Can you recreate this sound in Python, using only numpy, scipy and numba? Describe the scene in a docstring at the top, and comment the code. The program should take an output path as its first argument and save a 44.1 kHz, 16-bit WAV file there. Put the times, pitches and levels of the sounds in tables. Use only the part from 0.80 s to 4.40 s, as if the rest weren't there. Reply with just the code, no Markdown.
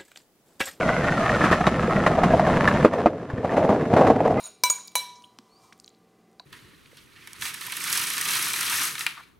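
"""Pebbly concrete paving: a skateboard rolls over it, heard from the rider's hand.
Random grit contacts, filtered, shake the deck, ring the wheels and hiss; stones make short rattles.
Pits knock hollow deck modes; the trucks ping. Both axles clack over a slab joint, a smooth slab
passes quietly with a soft bump, then coarser, duller paving follows; a squeak rises at the end."""
import sys
import numpy as np
from scipy import signal
from scipy.fft import rfft, irfft
from scipy.io import wavfile
from scipy.ndimage import uniform_filter1d
from numba import njit

SR = 44100
rng = np.random.default_rng(int(sys.argv[2]) if len(sys.argv) > 2 else 0)


def log_audio(samples):
    """Write samples as a 16-bit WAV file to the path given in sys.argv[1]."""
    # one column per channel
    frames = np.atleast_2d(samples).T
    # limit to full scale, then quantise
    limited = np.clip(frames, -1, 1)
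    pcm = np.round(limited * 32767).astype(np.int16)
    wavfile.write(sys.argv[1], SR, pcm)


N = 158760

# Rolling level before gains and jolts. Each row: time in seconds, rumble in dB, deck in dB, wheels in dB.
ROLL_LEVELS = [(0, -26, -26, -25), (0.5, -25, -26.5, -22.5), (0.75, -25, -28.5, -23.5),
               (0.95, -24.5, -30.5, -27.5), (1.15, -22.5, -27, -26.5), (1.5, -21.5, -26.5, -27.5),
               (2.03, -20.5, -27, -25), (2.1, -30, -33.5, -36), (2.2, -27, -25, -33),
               (2.33, -31.5, -35, -42), (2.47, -36, -45, -44), (2.6, -29.5, -36.5, -39.5),
               (2.72, -26.5, -27, -33), (2.86, -24, -21.5, -31.5), (3.03, -23.5, -34, -34.5),
               (3.2, -18, -15.5, -28.5), (3.36, -23.5, -27, -35.5), (3.6, -22, -24.5, -34.5)]
# Gain added to the rolling levels: rumble, deck and wheels in dB.
ROLL_GAINS_DB = (-1, 0, -3)
# Stones and pits. Each row: start in seconds, rumble in dB, deck in dB, wheels in dB, rattle decay in seconds.
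STONES = [(0.101,-37,-25.5,-31,0.0077),(0.64,-19,-30,-18.5,0.029),(.713,-19.5,-28,-22.5,0.0085),(0.726,-40,-24.5,-20,0.015),(0.868,-22.5,-19.5,-20.5,0.011),(1.264,-24,-17.5,-20,0.014),(1.378,-50,-17.5,-37,0.013),(1.434,-21.5,-19,-22.5,0.012),(1.534,-23,-14,-42,0.0089),(1.595,-38,-17,-29,0.0047),(1.67,-21,-16.5,-26.5,0.031),(1.876,-46,-26,-20.5,0.013),(2.135,-42,-25,-34,0.006),(2.5,-60,-35,-43,0.012),(2.646,-31,-21.5,-41.5,0.0068),(2.767,-23,-17,-28,0.024),(2.892,-15,-14,-31,0.042),(3.137,-16.5,-22,-37,0.0046),(3.166,-16.5,-17.5,-25,0.032),(3.21,-25,-14,-31,0.018),(3.269,-22,-17,-25.5,0.016),(3.3,-15.5,-15,-31,0.014),(3.404,-50,-19,-38.5,0.0089),(3.453,-35,-16,-35,0.016),(3.477,-33,-22,-37,0.0046)]
# Slab joint, front then rear axle. Each row: start in seconds, level in dB, knock pitch in Hz,
# crack in dB relative to the body.
JOINT = [(2.0475, 5.5, 485, -20), (2.2593, 3.5, 675, -23.5)]
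# Board modes beside the knock at a joint. Each row: pitch in Hz, T60 in seconds, level in dB.
BOARD_MODES = [(247.5, 0.15, -17.5), (325, 0.083, -13.5), (430, 0.089, -20.5), (585, 0.058, -13),
               (869, 0.066, -22.5), (1230, 0.04, -16), (2400, 0.024, -27)]
# Rumble colour on the near slab. Each row: frequency in Hz, gain in dB.
NEAR_RUMBLE = [(52, -11), (70, 0.5), (90, -5.5), (165, 4.5), (228, 2), (275, -2.5), (400, -5.5), (560, -12)]
# Rumble colour of the paving beyond the joint. Each row: frequency in Hz, gain in dB.
FAR_RUMBLE = [(50, -18.5), (100, -0.5), (180, 0), (275, 2), (360, -2.5), (470, 2), (600, -15)]
# Deck colour. Each row: frequency in Hz, gain in dB.
DECK = [(250, -30.5), (400, -11.5), (480, -0.5), (560, -1.5), (635, 3), (740, -2), (880, -7), (1050, -11.5),
        (1400, -30)]
# Wheel colour. Each row: frequency in Hz, gain in dB.
WHEEL = [(600, -33.5), (940, 2.5), (1100, 8), (1380, 4.5), (1620, 2), (1785, -3.5), (2070, -0.5),
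         (2300, -6.5), (2570, -7.5), (3100, -15.5)]
# Hiss colour. Each row: frequency in Hz, gain in dB.
HISS = [(1500, 9), (2800, 7.5), (3600, 4), (4600, -1), (6500, -4), (11500, -19), (13200, -36)]
# Wheel resonance centres before random wander. Each row: time in seconds, lower in Hz, upper in Hz.
WHEEL_CENTRES = [(0, 1524, 2020), (.28, 1490, 1860), (.5, 1234, 1720), (1.3, 1304, 1780), (1.8, 960, 1726)]
# Stereo width. Each row: frequency in Hz, side relative to mid in dB.
WIDTH = [(150, -58), (700, -35), (1400, -25), (2600, -13.5), (8000, 1.5), (14000, 12)]
# Metal pings of the trucks. Each row: start in seconds, pitch in Hz, level in dB.
PINGS = [(0.496, 1860, -13), (0.729, 1820, -8), (0.869, 3830, -22), (1.264, 1940, -12), (1.877, 1750, -5),
         (2.398, 1660, -37), (2.501, 1730, -27.5), (2.581, 1770, -31), (2.694, 1790, -24)]
# Squeak: base pitch in Hz, level in dB.
SQUEAK = (410, -31.5)
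# Squeak partials. Each row: multiple of the base pitch, level in dB relative to the squeak.
SQUEAK_PARTIALS = [(3, 1), (5, -1.5), (6, -12)]
# Soft low bump on the smooth slab: pitch in Hz, T60 in seconds, level in dB.
BUMP = (114, 0.067, -16.5)
# Hollow deck knocks over small pits. Each row: start in seconds, level in dB, pitch in Hz.
KNOCKS = [(0.807, -10.5, 720), (1.08, -11.5, 480), (1.626, -9, 610), (3.239, -8.5, 720)]

GRIT_PER_S, GRIT_SPREAD_DB = 2600, 1
FINE_GRIT_PER_S, FINE_SPREAD_DB = 12000, 1
STONE_GRIT_PER_S, STONE_SPREAD_DB = 3000, 3.3
TICKS_PER_S, TICK_SPREAD_DB = 430, 2.8
JOLT_PER_S, JOLT_RMS_DB = 77, 1.5
STRIKE_AMPLITUDE = 0.21  # first blow; the chatter that follows has unit energy
STRIKE_S = 0.022  # time over which a stone's level is taken
HISS_DB, STONE_HISS_DB = -11, -13  # relative to the wheels
RESONANCE_WIDTH_HZ = 75.0  # wheels and deck
WHEEL_WANDER_RMS, WHEEL_WANDER_PER_S = 0.04, 32  # log pitch, steps per second
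UPPER_RING_DB = -3  # relative to the lower resonance
WHEEL_RING_DB, WHEEL_RING_FADE_DB_PER_S = 4, 3  # ring relative to clatter, at time zero
DECK_RING_HZ, DECK_RING_DB = 620, -5.5  # centre; level relative to the deck body
DECK_WANDER_RMS, DECK_WANDER_PER_S = 0.17, 11  # log pitch, steps per second
KNOCK_T60_S, HOLLOW_T60_S, PING_T60_S = 0.023, 0.055, 0.031
SECOND_WHEEL_S, SECOND_WHEEL_DB = 0.0098, -8  # relative to the axle's first wheel
BUMP_S, BUMP_REBOUND_S, BUMP_REBOUND_DB = 2.535, 0.0542, -5  # start, then rebound after it
SQUEAK_S, SQUEAK_SWELL_S, SQUEAK_RISE_PER_S = 3.555, 0.028, 0.62  # rise is a share of base pitch
SKIRT_DB_PER_OCT = 12.5  # fall above a colour's last point
CLIP_LEVEL, TOP_HZ = 1.0, 12800


def undb(db):
    """Amplitude from dB."""
    return 10 ** (np.asarray(db) / 20)


def unit(x):
    """Scale to an RMS of 1."""
    return x / np.sqrt(np.mean(x ** 2) + 1e-18)


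def curve(rows, axis=1):
    """One table column interpolated over time."""
    rows = np.array(rows)
    return np.interp(np.arange(N) / SR, rows[:, 0], rows[:, axis])


def response(points, size=4096):
    """Minimum-phase impulse response of a colour, by folding its cepstrum."""
    hz, db = np.array(points).T
    f = np.maximum(np.arange(size // 2 + 1) * SR / size, 1)
    skirt_db = SKIRT_DB_PER_OCT * np.maximum(np.log2(f / hz[-1]), 0)
    gain_db = np.interp(np.log(f), np.log(hz), db) - skirt_db
    cepstrum = irfft(np.log(undb(gain_db)))
    cepstrum[1:size // 2] *= 2
    cepstrum[size // 2 + 1:] = 0
    return irfft(np.exp(rfft(cepstrum)))


def through(x, impulse_response):
    """Filter, keeping the input length."""
    return signal.fftconvolve(x, impulse_response)[:len(x)]


def walk(steps_per_s):
    """Random levels, each held one step and slewed to the next; RMS 1."""
    step = max(int(SR / steps_per_s), 2)
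    held = rng.standard_normal(N)[np.arange(N) // step]
    return unit(uniform_filter1d(held, step))


def add(out, start_s, sound):
    """Mix a sound in at its start, cut at the end of the scene."""
    i = max(int(start_s * SR), 0)
    out[i:i + len(sound)] += sound[:N - i]


@njit
def resonate(x, hz, width_hz):
    """State-variable band-pass with a moving centre."""
    y, band, low = np.empty(len(x)), 0., 0.
    for i in range(len(x)):
        g = np.tan(np.pi * hz[i] / SR)
        k = width_hz / hz[i]
        v = (band + g * (x[i] - low)) / (1 + g * (g + k))
        band = 2 * v - band
        low = low + 2 * g * v
        y[i] = k * v
    return y


def ring(hz, t60_s, size=6000):
    """One exponentially decaying mode."""
    t = np.arange(size) / SR
    return -np.sin(2 * np.pi * hz * t) * np.exp(-np.log(1000) * t / t60_s)


def soft_ring(hz, t60_s):
    """A mode with its onset softened by subtracting a ten times shorter one."""
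    return ring(hz, t60_s) - ring(hz, t60_s / 10)


def grit(per_s, spread_db, size):
    """Tiny contacts at random moments with random sign, a few much harder than the rest."""
    touch = rng.random(size) < per_s / SR
    force = undb(spread_db * np.minimum(rng.exponential(size=size), 5))
    return unit(touch * force * np.sign(rng.standard_normal(size)))


def truck_pings():
    """Truck metal pings and ticks: one short decaying mode each."""
    out = np.zeros(N)
    for start_s, hz, db in PINGS:
        add(out, start_s, undb(db) * ring(hz, PING_T60_S))
    return out


def wheel_squeak():
    """A wheel squeak: harmonic partials that swell and rise in pitch."""
    out, t = np.zeros(N), np.arange(N) / SR
    base_hz, db = SQUEAK
    hz = base_hz * (1 + SQUEAK_RISE_PER_S * (t - SQUEAK_SWELL_S))
    phase = 2 * np.pi * np.cumsum(hz) / SR
    tone = sum(undb(partial_db) * np.sin(k * phase) for k, partial_db in SQUEAK_PARTIALS)
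    swell = np.minimum(t / SQUEAK_SWELL_S, 1) ** 2
    add(out, SQUEAK_S, undb(db) * swell * tone)
    return out


def bump():
    """A soft low thump and its weaker rebound, each one damped mode."""
    out = np.zeros(N)
    hz, t60_s, db = BUMP
    thump = undb(db) * soft_ring(hz, t60_s)
    add(out, BUMP_S, thump)
    add(out, BUMP_S + BUMP_REBOUND_S, undb(BUMP_REBOUND_DB) * thump)
    return out


def knocks():
    """A wheel dips into a pit and the deck answers with one hollow note."""
    out = np.zeros(N)
    for start_s, db, hz in KNOCKS:
        add(out, start_s, undb(db) * soft_ring(hz, HOLLOW_T60_S))
    return out


def joint(size=6000):
    """Each axle drops in, one wheel just after the other: a knock, deck modes and a noise crack."""
    out, t = np.zeros(N), np.arange(size) / SR
    onset = 1 - np.exp(-t / 0.00065)
    modes = sum(undb(mode_db) * ring(hz, t60_s) for hz, t60_s, mode_db in BOARD_MODES)
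    for start_s, db, knock_hz, crack_db in JOINT:
        body = ring(knock_hz, KNOCK_T60_S) + modes
        for lag_s, wheel_db in ((0, 0), (SECOND_WHEEL_S, SECOND_WHEEL_DB)):
            scrape = rng.standard_normal(size) * np.exp(-t / 0.011)
            crack = through(scrape, response(WHEEL)) * 2.15 + through(scrape, response(HISS)) * 0.027
            clack = (body + undb(crack_db) * crack) * onset
            add(out, start_s + lag_s, undb(db + wheel_db) * clack)
    return out


def stones(size=6000):
    """A wheel strikes a stone and chatters: a blow and fading grit shake rumble, deck and wheels, plus hiss."""
    out, t = np.zeros(N), np.arange(size) / SR
    level = np.sqrt(STRIKE_S * SR / size)
    for start_s, rumble_db, deck_db, wheel_db, decay_s in STONES:
        fade = np.exp(-t / decay_s)
        rumble = FAR_RUMBLE if start_s > JOINT[0][0] else NEAR_RUMBLE
        for colour, db in ((rumble, rumble_db), (DECK, deck_db), (WHEEL, wheel_db)):
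            chatter = unit(grit(STONE_GRIT_PER_S, STONE_SPREAD_DB, size) * fade) / np.sqrt(size)
            force = chatter + STRIKE_AMPLITUDE * (t == 0)
            add(out, start_s, unit(through(force, response(colour))) * undb(db) * level)
        envelope = np.exp(-t / (decay_s + 0.0041)) * (1 - np.exp(-t / 0.0024))
        scuff = rng.standard_normal(size) * envelope
        hiss = unit(through(scuff, response(HISS)))
        add(out, start_s, hiss * undb(wheel_db + STONE_HISS_DB) * level)
    return out


def rumble():
    """Grit shakes the board at low frequency; the colour changes as the front axle meets the joint."""
    near, far = (unit(through(grit(GRIT_PER_S, GRIT_SPREAD_DB, N), response(colour)))
                 for colour in (NEAR_RUMBLE, FAR_RUMBLE))
    beyond_joint = np.arange(N) / SR > JOINT[0][0]
    return np.where(beyond_joint, far, near)


def deck():
    """Grit shakes the deck; a hollow resonance near 620 Hz wanders at random in pitch."""
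    force = grit(GRIT_PER_S, GRIT_SPREAD_DB, N)
    body = unit(through(force, response(DECK)))
    centre_hz = DECK_RING_HZ * np.exp(DECK_WANDER_RMS * walk(DECK_WANDER_PER_S))
    hollow = resonate(body, centre_hz, RESONANCE_WIDTH_HZ)
    return body + undb(DECK_RING_DB) * unit(hollow)


def wheels():
    """Pebbles tick against the wheels; each tick rings two wandering resonances, over a fine hiss."""
    ticks = grit(TICKS_PER_S, TICK_SPREAD_DB, N)
    centres_hz = (curve(WHEEL_CENTRES, axis=k) * np.exp(WHEEL_WANDER_RMS * walk(WHEEL_WANDER_PER_S))
                  for k in (1, 2))
    lower, upper = (unit(resonate(ticks, hz, RESONANCE_WIDTH_HZ)) for hz in centres_hz)
    ring_band = signal.butter(2, (800, 2600), "bandpass", fs=SR, output="sos")
    tone = signal.sosfilt(ring_band, lower + undb(UPPER_RING_DB) * upper)
    # fresh signs make the clatter independent of the tone
    clatter = unit(through(ticks * np.sign(rng.standard_normal(N)), response(WHEEL)))
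    hiss = unit(through(grit(FINE_GRIT_PER_S, FINE_SPREAD_DB, N), response(HISS)))
    sing = undb(WHEEL_RING_DB - WHEEL_RING_FADE_DB_PER_S * np.arange(N) / SR)
    clatter_and_tone = (clatter + sing * unit(tone)) / np.hypot(1, sing)
    return clatter_and_tone + undb(HISS_DB) * hiss


def rolling():
    """Grit drives rumble, deck and wheels; the uneven ground jolts all their levels together."""
    out = np.zeros(N)
    jolt_db = JOLT_RMS_DB * walk(JOLT_PER_S)
    for k, part in enumerate((rumble(), deck(), wheels())):
        level_db = curve(ROLL_LEVELS, axis=k + 1) + ROLL_GAINS_DB[k] + jolt_db
        out += unit(part) * undb(level_db)
    return out


def scene():
    """Bass nearly equal on both sides, treble scattered; bump, pings and squeak central."""
    mid, scatter = (rolling() + stones() + knocks() + joint() for _ in range(2))
    mid += bump()
    side = through(scatter, response(WIDTH))
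    return np.array([mid + side, mid - side]) + truck_pings() + wheel_squeak()


def record(dry):
    """Peaks clip on overload, then a steep low-pass cuts the top."""
    low_pass = signal.ellip(8, .2, 70, TOP_HZ, fs=SR, output="sos")
    return signal.sosfilt(low_pass, np.clip(dry, -CLIP_LEVEL, CLIP_LEVEL))


dry = scene()
out = record(dry)
log_audio(out)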